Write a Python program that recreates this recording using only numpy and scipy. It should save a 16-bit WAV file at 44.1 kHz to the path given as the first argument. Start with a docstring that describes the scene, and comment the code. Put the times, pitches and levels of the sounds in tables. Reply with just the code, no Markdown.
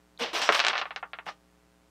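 """Small plastic figures are tossed onto a plastic tray in a small room, tumble with sharp clicks, then settle.
Each contact is a shaped pulse that rings the tray: clear modes, a dense ring of decaying noise and the room.
Loose pieces rattle in bursts of tiny random collisions, and flexing panels knock as short low tones.
A tiny high tick comes before the first rattle; a faint mains buzz of spikes and a hiss lie underneath."""
import sys
import numpy as np
from scipy import signal
from scipy.fft import rfft, irfft
from scipy.io import wavfile

SR = 44100
rng = np.random.default_rng(int(sys.argv[2]) if len(sys.argv) > 2 else 0)


def generate_wav(sig):
    """Save sig (samples, or channels by samples) to the path in sys.argv[1] as 16-bit PCM at SR."""
    pcm = np.round(np.clip(np.atleast_2d(sig).T, -1, 1) * 32767).astype(np.int16)
    wavfile.write(sys.argv[1], SR, pcm)


N = 83790
T = np.arange(N) / SR

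# Contacts of a figure with the tray. Each row: contact time in seconds, click peak in dB, click centre in Hz,
# click top in Hz, tray ring against the click in dB, hard-edge tick against the push in dB.
CONTACTS = [(.3322, -25, 2120, 15040, 5, -25), (0.4169, -18.5, 2480, 14400, 10, -24),
            (.4913, -1.8, 1200, 5600, -4.5, 2), (.4944, -9, 950, 4500, -5, -16),
            (.5236, -11, 1830, 15000, 2, -15), (.5468, -10.5, 2100, 8000, -5, -22),
            (.5500, -11, 2276, 15000, 3, -20), (.5940, -7.5, 2050, 8990, -6, -45),
            (.6013, -6, 2500, 6440, 0, -36), (.6405, -15, 1760, 5800, 2, -44),
            (.6491, -7.5, 2000, 9500, -4, -28), (.6673, -6, 2150, 9500, -3.5, -28),
            (.6839, -6.5, 2400, 9500, -3.5, -26), (.6987, -18, 1760, 6900, 5.5, -61.5),
            (.7318, -17.5, 1630, 5650, -1, -30), (.7367, -18.5, 1490, 5960, 0.5, -27),
            (.7545, -15, 1730, 5630, 1.5, -28), (.7710, -20, 1820, 6900, -7.5, -37),
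            (.7795, -13.5, 2050, 6940, 0, -30), (.8149, -16.5, 1670, 6700, 2, -19),
            (.8558, -23.5, 1410, 4264, -1, -25), (.9079, -23.5, 1510, 4470, -1, -14),
            (.9618, -18, 1940, 7340, -0.5, -25.5), (1.0285, -25.5, 1134, 3350, 2.5, 3),
            (1.1340, -22, 1730, 4460, -2, -21), (1.1880, -24, 1420, 3990, -3, -20),
            (1.2661, -27.5, 1110, 8000, -1.5, -8), (1.2787, -27.5, 1290, 6000, 1, -18),
            (1.2890, -27.5, 1104, 5930, 0.5, -18)]
# Bursts of rattling. Each row: start in seconds, rise in seconds, decay T60 in seconds, level in dB, then against
# the main rattle the low body in dB, rasp in dB and fine sizzle in dB, and time to the sizzle's decay in seconds.
RATTLE_BURSTS = [(.188, 0.037, 0.32, -28.5, -8.5, -19, -26, 0.045),
                 (.330, .026, 0.64, -27.5, -11.5, -13, -23, 0.067),
                 (.416, 0.017, 0.44, -29.5, -38, -6, -24.5, 0.042),
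                 (.522, 0.031, 0.53, -27.5, -22, -16.5, -23.5, 0.078),
                 (.640, 0.034, 0.36, -32, -7.5, -33, -36.5, .05),
                 (.745, 0.054, 0.083, -33.5, -26, -42, -52, .04),
                 (1.254, 0.037, 0.13, -41.5, -7, -13, -26, 0.035)]
# Dull knocks as the tray's panels flex. Each row: start in seconds, pitch in Hz, level in dB,
# time constant of the rise in seconds, decay T60 in seconds.
PANEL_KNOCKS = [(.198, 473, -26.5, 0.01, 0.22), (.208, 246.5, -25, 0.012, 0.094),
                (0.33, 337.5, -32, 0.0054, .13), (0.419, 281, -42, .003, .1),
                (.492, 322, -28.5, 0.0023, 0.071), (.492, 429.4, -21.5, .001, .09),
                (.495, 183.6, -43, .006, 0.14), (1.266, 175, -45, .004, 0.096),
                (1.265, 863, -31.5, 0.0027, 0.067)]
# Modes of the tray. Each row: frequency in Hz, relative level in dB.
TRAY_MODES = [(622, -9), (810, -5), (902, -3), (1143, 1), (1209, 0), (1254, -1), (1390, -1), (1508, -2),
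              (1764, -3), (1860, -3), (2163, -1), (2635, -1), (2759, -1), (2903, -1)]
# Spectrum of the tray's dense ring and of the room. Each row: frequency in Hz, relative density in dB.
RING_SPECTRUM = [(100, -18), (300, 2.5), (600, 2), (1200, 2), (2500, -3.5), (4000, -2.5), (5600, -5),
                 (8000, -4.5), (11000, -1), (15000, -0.5)]
# Spectrum of the main rattle. Each row: frequency in Hz, relative density in dB.
RATTLE_SPECTRUM = [(100, -28.5), (300, -22.5), (600, 2.5), (1100, 4), (2000, 0), (3000, 3.5), (4200, -3),
                   (5800, -9.5), (7200, -25.5), (10000, -39), (15000, -51.5)]
# Spectrum of the rattle's low body. Each row: frequency in Hz, relative density in dB.
BODY_SPECTRUM = [(60, -33), (130, -19.5), (250, -10), (450, -3.5), (650, 1), (1000, -15), (3000, -44.5)]
# Spectrum of the rattle's rasp. Each row: frequency in Hz, relative density in dB.
RASP_SPECTRUM = [(3000, -30), (4500, -13), (5100, 2.5), (5800, 2.5), (6500, -9), (7900, -12), (8800, -23.5),
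                 (15000, -43)]
# Spectrum of the rattle's fine sizzle. Each row: frequency in Hz, relative density in dB.
SIZZLE_SPECTRUM = [(2000, -26), (6000, 0.5), (8500, 5.5), (10500, -2.5), (13000, -3.5), (15500, -8)]
# Spectrum of the background hiss. Each row: frequency in Hz, relative density in dB.
HISS_SPECTRUM = [(25, -5), (60, -1.5), (130, 4), (300, 2.5), (550, -4), (1200, -4), (3000, -11),
                 (8000, -14), (15000, -22.5)]

MAINS_HZ, BUZZ_START_S, BUZZ_DECAY_S = 60, .0009, 0.00076
BUZZ_DB, BUZZ_LOW_HZ, BUZZ_TOP_HZ, HISS_DB = -64.5, 52.3, 4200, -68.5
PING_S, PING_HZ, PING_DB, PING_LENGTH_S = .1768, 3900, -40, 0.00057
GRAINS_PER_S, RATTLE_LOW_HZ = 3200, 128
SIZZLE_RISE_S, SIZZLE_T60_S = .006, 0.083
CONTACT_SLOPE, CLICK_LOW_HZ, RING_LOW_HZ = 7, 266, 170
LOW_DB_PER_OCTAVE = 26.5  # a blow this much quieter starts an octave higher
MODES_DB, MODE_T60_S, MODE_REF_HZ, MODE_DAMPING = -11, .17, 1000, .5
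RING_DB, RING_T60_S, RING_BUILD_S = 1.5, 0.074, .0008
RING_SHARED = .5  # part of the dense ring's power that is alike for all blows
ROOM_DB, ROOM_T60_S, ROOM_BUILD_S, ROOM_DAMP_HZ = -12.5, 0.1, .008, 9000
BASS_CUT_HZ, TOP_HZ = 43.2, 15600


def undb(db):
    """Decibels to gain."""
    return 10 ** (np.asarray(db) / 20)


def unit(x):
    """Scale to an energy of one."""
    return x / np.sqrt(np.sum(x ** 2))


def level(x, db):
    """Scale to an rms level."""
    return x * undb(db) / np.std(x)


def colour(x, points):
    """Shape a sound with a spectrum, joining its points on a log frequency scale."""
    hz, db = np.array(points).T
    f = np.maximum(np.fft.rfftfreq(len(x), 1 / SR), 1)
    gain = undb(np.interp(np.log(f), np.log(hz), db))
    return irfft(rfft(x) * gain, len(x))


def cut(x, hz, kind, order=2):
    """Low-pass or high-pass."""
    sos = signal.butter(order, min(hz, SR / 2 - 1), kind, fs=SR, output="sos")
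    return signal.sosfilt(sos, x)


def fade(t, t60):
    """Exponential decay by 60 dB in t60 seconds."""
    return np.exp(-np.log(1000) * t / t60)


def envelope(start, rise, length, t60):
    """Rise, hold until the length is over, then decay."""
    swell = np.clip((T - start) / rise, 0, 1)
    return swell * fade(np.maximum(T - start - length, 0), t60)


def add(out, x, start_s):
    """Mix a sound in at a time."""
    i = int(start_s * SR)
    out[i:i + len(x)] += x[:N - i]


def hiss():
    """Steady noise with a falling top."""
    return level(colour(rng.standard_normal(N), HISS_SPECTRUM), HISS_DB)


def mains_buzz():
    """Mains buzz: a small decaying spike of alternating sign twice in each cycle."""
    half_cycles = 2 * MAINS_HZ * (T - BUZZ_START_S)
    sign = 1 - 2 * (np.floor(half_cycles) % 2)
    since_spike_s = (half_cycles % 1) / (2 * MAINS_HZ)
    spikes = sign * np.exp(-since_spike_s / BUZZ_DECAY_S)
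    spikes = cut(spikes, BUZZ_TOP_HZ, "low", order=1)
    spikes = cut(spikes, BUZZ_LOW_HZ, "high", order=1)
    return level(spikes, BUZZ_DB)


def ping():
    """A tiny high tick just before the first rattle: a sine under a bell-shaped swell."""
    swell = np.exp(-((T - PING_S) / PING_LENGTH_S) ** 2)
    return undb(PING_DB) * swell * np.sin(2 * np.pi * PING_HZ * T)


def knocks():
    """A landing flexes one panel of the tray, which answers with a short low tone."""
    out = np.zeros(N)
    for start, hz, db, rise, t60 in PANEL_KNOCKS:
        shape = (1 - np.exp(-T / rise)) * fade(T, t60)
        add(out, undb(db) * shape * np.sin(2 * np.pi * hz * T), start)
    return out


def chatter():
    """A stream of tiny collisions at random moments, equal in size and random in sign."""
    hit = rng.random(N) < GRAINS_PER_S / SR
    return hit * np.sign(rng.standard_normal(N))


def rattling():
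    """Loose pieces chatter on the shaken tray: bursts swell and die away, each with a fine sizzle on top."""
    out = np.zeros(N)
    for start, rise, t60, db, body_db, rasp_db, sizzle_db, length in RATTLE_BURSTS:
        pieces = level(colour(chatter(), RATTLE_SPECTRUM), 0)
        pieces += level(colour(chatter(), BODY_SPECTRUM), body_db)
        pieces += level(colour(chatter(), RASP_SPECTRUM), rasp_db)
        sizzle = level(colour(chatter(), SIZZLE_SPECTRUM), sizzle_db)
        burst = pieces * envelope(start, rise, rise, t60)
        burst += sizzle * envelope(start, SIZZLE_RISE_S, length, SIZZLE_T60_S)
        out += undb(db) * burst
    return cut(out, RATTLE_LOW_HZ, "high")


def tray_modes():
    """Decaying modes of the tray, the higher ones shorter; each blow draws new starting phases."""
    t = T[:SR // 3]
    out = np.zeros(len(t))
    for hz, db in TRAY_MODES:
        t60 = MODE_T60_S * (MODE_REF_HZ / hz) ** MODE_DAMPING
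        out += undb(db) * fade(t, t60) * np.sin(2 * np.pi * (hz * t + rng.random()))
    return unit(out)


def tray_ring(common):
    """The tray's answer to a blow: clear modes, a short dense ring partly alike for all blows, and the room."""
    t = T[:len(common)]
    own, room = rng.standard_normal((2, len(t)))
    mixed = np.sqrt(RING_SHARED) * common + np.sqrt(1 - RING_SHARED) * own
    dense = unit(colour(mixed, RING_SPECTRUM) * fade(t, RING_T60_S))
    room = cut(colour(room, RING_SPECTRUM), ROOM_DAMP_HZ, "low")
    room = unit(room * fade(t, ROOM_T60_S) * (1 - np.exp(-t / ROOM_BUILD_S)))
    ring = undb(RING_DB) * dense + undb(ROOM_DB) * room + undb(MODES_DB) * tray_modes()
    return ring * (1 - np.exp(-(t / RING_BUILD_S) ** 2))


def click(hz, low_hz, top_hz, tick_db, size=512):
    """One push and pull of air, shorter for a harder contact; an edge adds a thin tick."""
    f = np.fft.rfftfreq(size, 1 / SR)
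    u = f / hz
    push = 1j * u / (1 + u ** 2 / CONTACT_SLOPE) ** ((CONTACT_SLOPE + 1) / 2)
    spectrum = push / irfft(push).max() + 1j * undb(tick_db)
    low_cut = f ** 2 / np.hypot(f ** 2, low_hz ** 2)
    pulse = irfft(spectrum * low_cut / (1 + (f / top_hz) ** 10))
    return np.roll(pulse / pulse.max(), size // 2)  # centred in its frame


def figures():
    """Every contact of a figure clicks and rings the tray; heavier blows reach further into the bass."""
    out = np.zeros(N)
    common = rng.standard_normal(SR // 3)
    for contact_s, db, hz, top_hz, ring_db, tick_db in CONTACTS:
        lightness = 2 ** (-db / LOW_DB_PER_OCTAVE)
        pulse = click(hz, CLICK_LOW_HZ * lightness, top_hz, tick_db)
        response = undb(ring_db) * cut(tray_ring(common), RING_LOW_HZ * lightness, "high")
        response[0] += 1  # the click itself, ahead of the ring
        blow = undb(db) * signal.fftconvolve(pulse, response)
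        add(out, blow, contact_s - len(pulse) / 2 / SR)
    return out


def scene():
    """Clicks, rattling, knocks, ping, buzz and hiss at one microphone."""
    mix = hiss() + mains_buzz() + ping() + knocks() + rattling() + figures()
    return mix[None]


def record(dry):
    """The recorder cuts the deep bass and, steeply, the top."""
    dry = cut(dry, BASS_CUT_HZ, "high", order=4)
    top_cut = signal.ellip(10, .2, 80, TOP_HZ, fs=SR, output="sos")  # ripple, then rejection in dB
    return signal.sosfilt(top_cut, dry)


dry = scene()
out = record(dry)
generate_wav(out)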